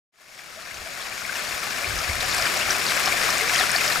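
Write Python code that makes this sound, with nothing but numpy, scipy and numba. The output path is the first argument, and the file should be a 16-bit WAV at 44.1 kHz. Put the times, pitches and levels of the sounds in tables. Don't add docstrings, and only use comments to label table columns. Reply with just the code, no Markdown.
import sys
import numpy as np
from scipy import signal
from scipy.fft import rfft, irfft
from scipy.io import wavfile
from scipy.ndimage import map_coordinates
from numba import njit

SR = 44100
rng = np.random.default_rng(int(sys.argv[2]) if len(sys.argv) > 2 else 0)


def master(y):
    cut = np.clip(np.atleast_2d(y).T, -1, 1)
    pcm = np.round(cut * 32767)
    wavfile.write(sys.argv[1], SR, pcm.astype(np.int16))


N = 176400
RISE_PER_DECAY = 0.031


def undb(db):
    return 10 ** (np.asarray(db) / 20)


def unit(x):
    return x / np.sqrt(np.mean(x ** 2))


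def by_hz(points):
    hz, value = np.array(points, float).T
    bin_hz = np.arange(N // 2 + 1) * SR / N
    return np.interp(np.log(bin_hz + 1e-9), np.log(hz), value)


def colour(x, points):
    return irfft(rfft(x) * undb(by_hz(points)), N)


def noise_band(centre_hz, half_width_hz):
    bin_hz = np.arange(N // 2 + 1) * SR / N
    bell = np.exp(-((bin_hz - centre_hz) / half_width_hz) ** 2)
    return unit(irfft(rfft(rng.standard_normal(N)) * bell, N))


def walk(rate_hz):
    steps = rng.standard_normal(2048)
    return map_coordinates(steps, [np.arange(N) / SR * rate_hz], order=3, mode="wrap")


@njit
def ring(starts_s, hz, size, cycles, rise, attack):
    out = np.zeros(N)
    for k in range(len(starts_s)):
        first, phase = int(starts_s[k] * SR), 0.
        decay_samples = cycles[k] * SR / hz[k]
        for i in range(min(int(6 * decay_samples), N - first)):
            age = i / decay_samples
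            phase += 2 * np.pi * hz[k] * (1 + rise * age) / SR
            out[first + i] += size[k] * np.sin(phase) * np.exp(-age) * (1 - np.exp(-age / attack))
    return out


def sizes(chance, spread_db):
    return undb(spread_db * np.minimum(-np.log(chance), 4.8))


def swarm(count, low_hz, high_hz, cycles, spread_db, density_db):
    when, pitch, size, length = rng.random((count, 4)).T
    hz = low_hz + (high_hz - low_hz) * pitch
    amplitude = sizes(size, spread_db) * np.sqrt(hz)
    decay_cycles = cycles * 2 ** (2 * length - 1)
    bubbles = ring(when * N / SR, hz, amplitude, decay_cycles, RISE_PER_DECAY, attack=0.78)
    band_share = (high_hz - low_hz) / (SR / 2)
    return unit(bubbles) * np.sqrt(band_share) * undb(density_db + 0.6 * walk(rate_hz=22))


def spray():
    when, size, sign = rng.random((14000, 3)).T
    amplitude = sizes(size, spread_db=4) * np.sign(sign - .5)
    clicks = unit(np.bincount((when * N).astype(int), amplitude, N))
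    return colour(clicks, [(1000, 7.85), (5000, 2.6), (10000, 8.3)])


def stream(t):
    # (frequency [Hz], gain [dB])
    spectrum = [(120, -25), (280, -9.5), (365, -8), (450, -10.5), (600, -5), (730, -4), (870, -10),
                (1130, -1.5), (1450, 0), (1800, 1.86), (1930, -2), (2070, 0.94), (2400, 0.75), (3000, -5.5),
                (4200, -5.5), (5400, -4), (6400, -9.5), (8700, -12.5), (10000, -14.5), (12000, -16.5),
                (14200, -17.5), (15600, -27.5)]
    # (time [s], half-length [s], lift [dB])
    sloshes = [(.22, 0.26, 1.5), (1.033, 0.038, 1.5), (1.47, 0.11, 1.5), (2.239, 0.03, 1.5),
               (2.452, 0.18, 2), (2.605, 0.026, 0.5), (2.705, 0.035, 1.5), (2.964, 0.11, 1.5),
               (3.07, 0.021, 2.5), (3.285, 0.11, 2.5), (3.38, 0.082, 0), (3.591, 0.069, 3.5),
               (3.743, 0.05, 1), (3.843, 0.039, 2.5), (3.97, 0.061, 1.5)]
    # (time [s], gain [dB])
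    fine_trim = [(.8, -0.5), (2.1, -1), (2.35, -1.5)]
    base_db, rush_db, spray_db = -24.5, -5.5, -10
    clicks = undb(spray_db) * spray()
    fizz = swarm(12000, low_hz=3007, high_hz=9505, cycles=3, spread_db=3, density_db=-2.5)
    gurgle = swarm(2000, low_hz=323, high_hz=943.5, cycles=3.9, spread_db=3.2, density_db=0.3)
    babble = swarm(3400, low_hz=953.5, high_hz=2961, cycles=4.5, spread_db=3.5, density_db=-4)
    fine = (fizz + clicks) * undb(np.interp(t, *np.array(fine_trim).T))
    rush = undb(rush_db) * rng.standard_normal(N)
    flow = unit(colour(gurgle + babble + fine + rush, spectrum))
    lift_db = sum(db * np.exp(-((t - at_s) / half_s) ** 2) for at_s, half_s, db in sloshes)
    churn_db = walk(rate_hz=70.04)
    return flow * undb(base_db + lift_db + churn_db)


def water(t):
    # (frequency [Hz], power share [0-1])
    width = [(280, 1), (600, 0.3), (1150, 0.34), (1500, 0.42), (3500, 0.35), (5500, 0.35), (7000, 0.015),
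             (14000, .015)]
    # (frequency [Hz], left minus right [dB])
    balance = [(200, -1), (400, 3.5), (700, 4.5), (1100, 4.5), (1600, 11.5), (2400, 9.5), (3100, 5),
               (4300, 3.5), (5600, 2), (7200, -1), (9500, 6.5), (12500, 3.5), (15000, 1.5)]
    near, left, right = (rfft(stream(t)) for _ in range(3))
    share = by_hz(width)
    flow = np.sqrt(1 - share) * near + np.sqrt(share) * np.array([left, right])
    events = rfft(plops() + splashes(t) + squeaks(t))
    pan = undb(by_hz(balance) * np.array([[.5], [-.5]]))
    return irfft((flow + events) * pan / pan.mean(axis=0), N)


def insects():
    # (centre [Hz], half-width [Hz], level [dB])
    voices = [(6740, 40, -50), (6990, 37, -44.5), (7100, 24, -47.5), (7160, 30, -57)]
    return sum(undb(db) * noise_band(hz, half_width_hz) for hz, half_width_hz, db in voices)


def distant_rumble(level_db=-39.5):
    # (frequency [Hz], gain [dB])
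    spectrum = [(20, -4.5), (50, -6), (110, -0.5), (220, -1), (350, -10.5), (700, -6), (2000, -47)]
    noise = rng.standard_normal((2, N)) + 0.1 * rng.standard_normal(N)
    return undb(level_db) * unit(colour(noise, spectrum))


def splashes(t):
    # (time [s], decay [s], centre [Hz], level [dB])
    bursts = [(.348, .003, 7700, -26), (.391, .003, 2150, -19), (1.70, 0.0058, 5470, -25),
              (1.985, 0.0054, 5300, -23.5), (2.203, 0.0071, 4060, -22), (2.311, .005, 5140, -23),
              (2.379, .005, 4900, -29), (2.449, 0.013, 1570, -23), (2.609, .012, 2810, -26.5),
              (2.702, 0.0052, 1680, -23), (2.704, 0.0056, 5560, -26), (2.88, 0.022, 4300, -29.5),
              (3.071, 0.0052, 4850, -28), (3.077, 0.0033, 1480, -22.5), (3.303, 0.0027, 7460, -29),
              (3.381, 0.0014, 8000, -22.5), (3.552, .005, 2030, -18), (3.559, 0.0042, 4400, -31),
              (3.585, 0.0027, 8300, -28), (3.715, 0.0023, 8160, -24.5), (3.846, 0.0035, 4500, -30)]
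    out = np.zeros(N)
    for at_s, decay_s, hz, db in bursts:
        age = np.maximum(t - at_s, 0) / decay_s
        envelope = 2 * np.sqrt(age) * np.exp(-age)
        out += undb(db) * envelope * noise_band(hz, half_width_hz=.27 * hz)
    return out


def plops(bank_decay_s=0.02, bank_db=-10):
    # (time [s], pitch [Hz], level [dB], decay [cycles])
    bubbles = [(.57, 617, -16.5, 7.1), (.59, 1310, -20, 7), (.66, 1690, -11, 2.7), (.771, 2560, -14, 3),
               (.86, 626, -18, 4.6), (1.251, 2110, -8, 2.7), (1.294, 1484, -8.5, 4.6),
               (1.844, 2260, -6, 2.8), (2.096, 2080, -14, 5), (2.228, 716, -20, 8.8),
               (2.327, 3870, -6, 1.4), (2.349, 1520, -14.5, 2.4), (2.348, 6900, -4.5, 1.9),
               (2.367, 9400, -9, 4.4), (2.384, 710, -21, 7.3), (2.399, 1360, -9.5, 1.7),
               (2.424, 4900, -7.5, 3.2), (2.456, 1400, -15, 3.5), (2.457, 4700, -10, 5.3),
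               (2.575, 5660, -10.5, 2.4), (2.702, 1520, -10, 2), (2.7062, 5500, -5, 7.4),
               (2.756, 650, -16, 1.7), (2.866, 4360, -6, 2.5), (2.921, 1470, -10, 0.93),
               (3.059, 5180, -7.5, 5.1), (3.07, 1080, -12, 2.2), (3.075, 725, -17, 3.4),
               (3.123, 2210, -7, 3.4), (3.29, 1110, -10, 1.7), (3.304, 5500, -4, 2.4),
               (3.3815, 6900, -11, 3.3), (3.408, 2020, -10.5, 6), (3.415, 441, -24.5, 9.9),
               (3.488, 5600, -9.5, 3.7), (3.495, 2180, -14.5, 4.4), (3.559, 6300, -7.5, 3.9),
               (3.561, 3130, -6, 2.8), (3.606, 714, -13.5, 3.1), (3.608, 1710, -7, 4.4),
               (3.617, 1570, -15, 2.6), (3.638, 1350, -10.5, 2), (3.705, 5130, -10, 2.5),
               (3.716, 8700, -15, 4.5), (3.7175, 6130, -8, 1.7), (3.747, 1700, -7.5, 6),
               (3.7625, 4450, -3.5, 3.5), (3.878, 4900, -7, 2.9), (3.923, 3940, -8.5, 3),
               (3.958, 1310, -8.5, 2)]
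    at_s, hz, db, cycles = np.array(bubbles, float).T.copy()
    direct = 2 * ring(at_s, hz, undb(db), cycles, RISE_PER_DECAY, attack=1.)
    tail = rng.standard_normal(N) * np.exp(-np.arange(N) / SR / bank_decay_s)
    scatter = signal.fftconvolve(direct, tail / np.linalg.norm(tail))[:N]
    return direct + undb(bank_db) * scatter


def wind(t):
    # (time [s], level [dB])
    puffs = [(.65, -54), (.83, -34.5), (.92, -60), (1.4, -74), (1.5, -38), (1.62, -59), (1.82, -68),
             (1.89, -28.5), (1.98, -32.5), (2.025, -45), (2.1, -35), (2.16, -35), (2.23, -42),
             (2.28, -33.5), (2.35, -42), (2.43, -39), (2.5, -58), (2.71, -46), (2.8, -64)]
    # (frequency [Hz], gain [dB])
    spectrum = [(15, -30), (38, -13), (76, -10.5), (110, -19), (160, -23), (500, -91)]
    noise = rng.standard_normal((2, N)) + 2 * rng.standard_normal(N)
    return unit(colour(noise, spectrum)) * undb(np.interp(t, *np.array(puffs).T))


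def thump(at_s=2.098, hz=85., gain_db=-12, cycles=0.4):
    return ring(np.array([at_s]), np.array([hz]), undb([gain_db]), np.array([cycles]),
                rise=0., attack=0.33)


def squeaks(t, rough_hz=450, jitter_share=0.00935, flutter_db=1.5, fade_db=-4):
    # (time [s], length [s], start pitch [Hz], target pitch [Hz], level [dB])
    glides = [(2.348, 0.024, 4840, 4060, -28.5), (3.573, .059, 5410, 3060, -24.5)]
    out = np.zeros(N)
    for at_s, length_s, start_hz, target_hz, db in glides:
        age = np.clip((t - at_s) / length_s, 0, 1)
        hz = target_hz + (start_hz - target_hz) * np.exp(-2.6 * age)
        hz *= 1 + jitter_share * walk(rough_hz)
        edges = np.minimum(10 * np.minimum(age, 1 - age), 1)
        level_db = db + fade_db * age + flutter_db * walk(rough_hz)
        out += undb(level_db) * edges * np.sin(2 * np.pi * np.cumsum(hz) / SR)
    return out


def scene():
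    t = np.arange(N) / SR
    return water(t) + insects() + wind(t) + distant_rumble() + thump()


def record(dry):
    fade_start_s, fade_end_s, cutoff_hz = 0.12, 2.93, 15600
    fade = np.interp(np.arange(N) / SR, [fade_start_s, fade_end_s], [0, 1])
    low_pass = signal.ellip(10, .2, 80, cutoff_hz, fs=SR, output="sos")
    return signal.sosfilt(low_pass, dry * fade)


dry = scene()
out = record(dry)
master(out)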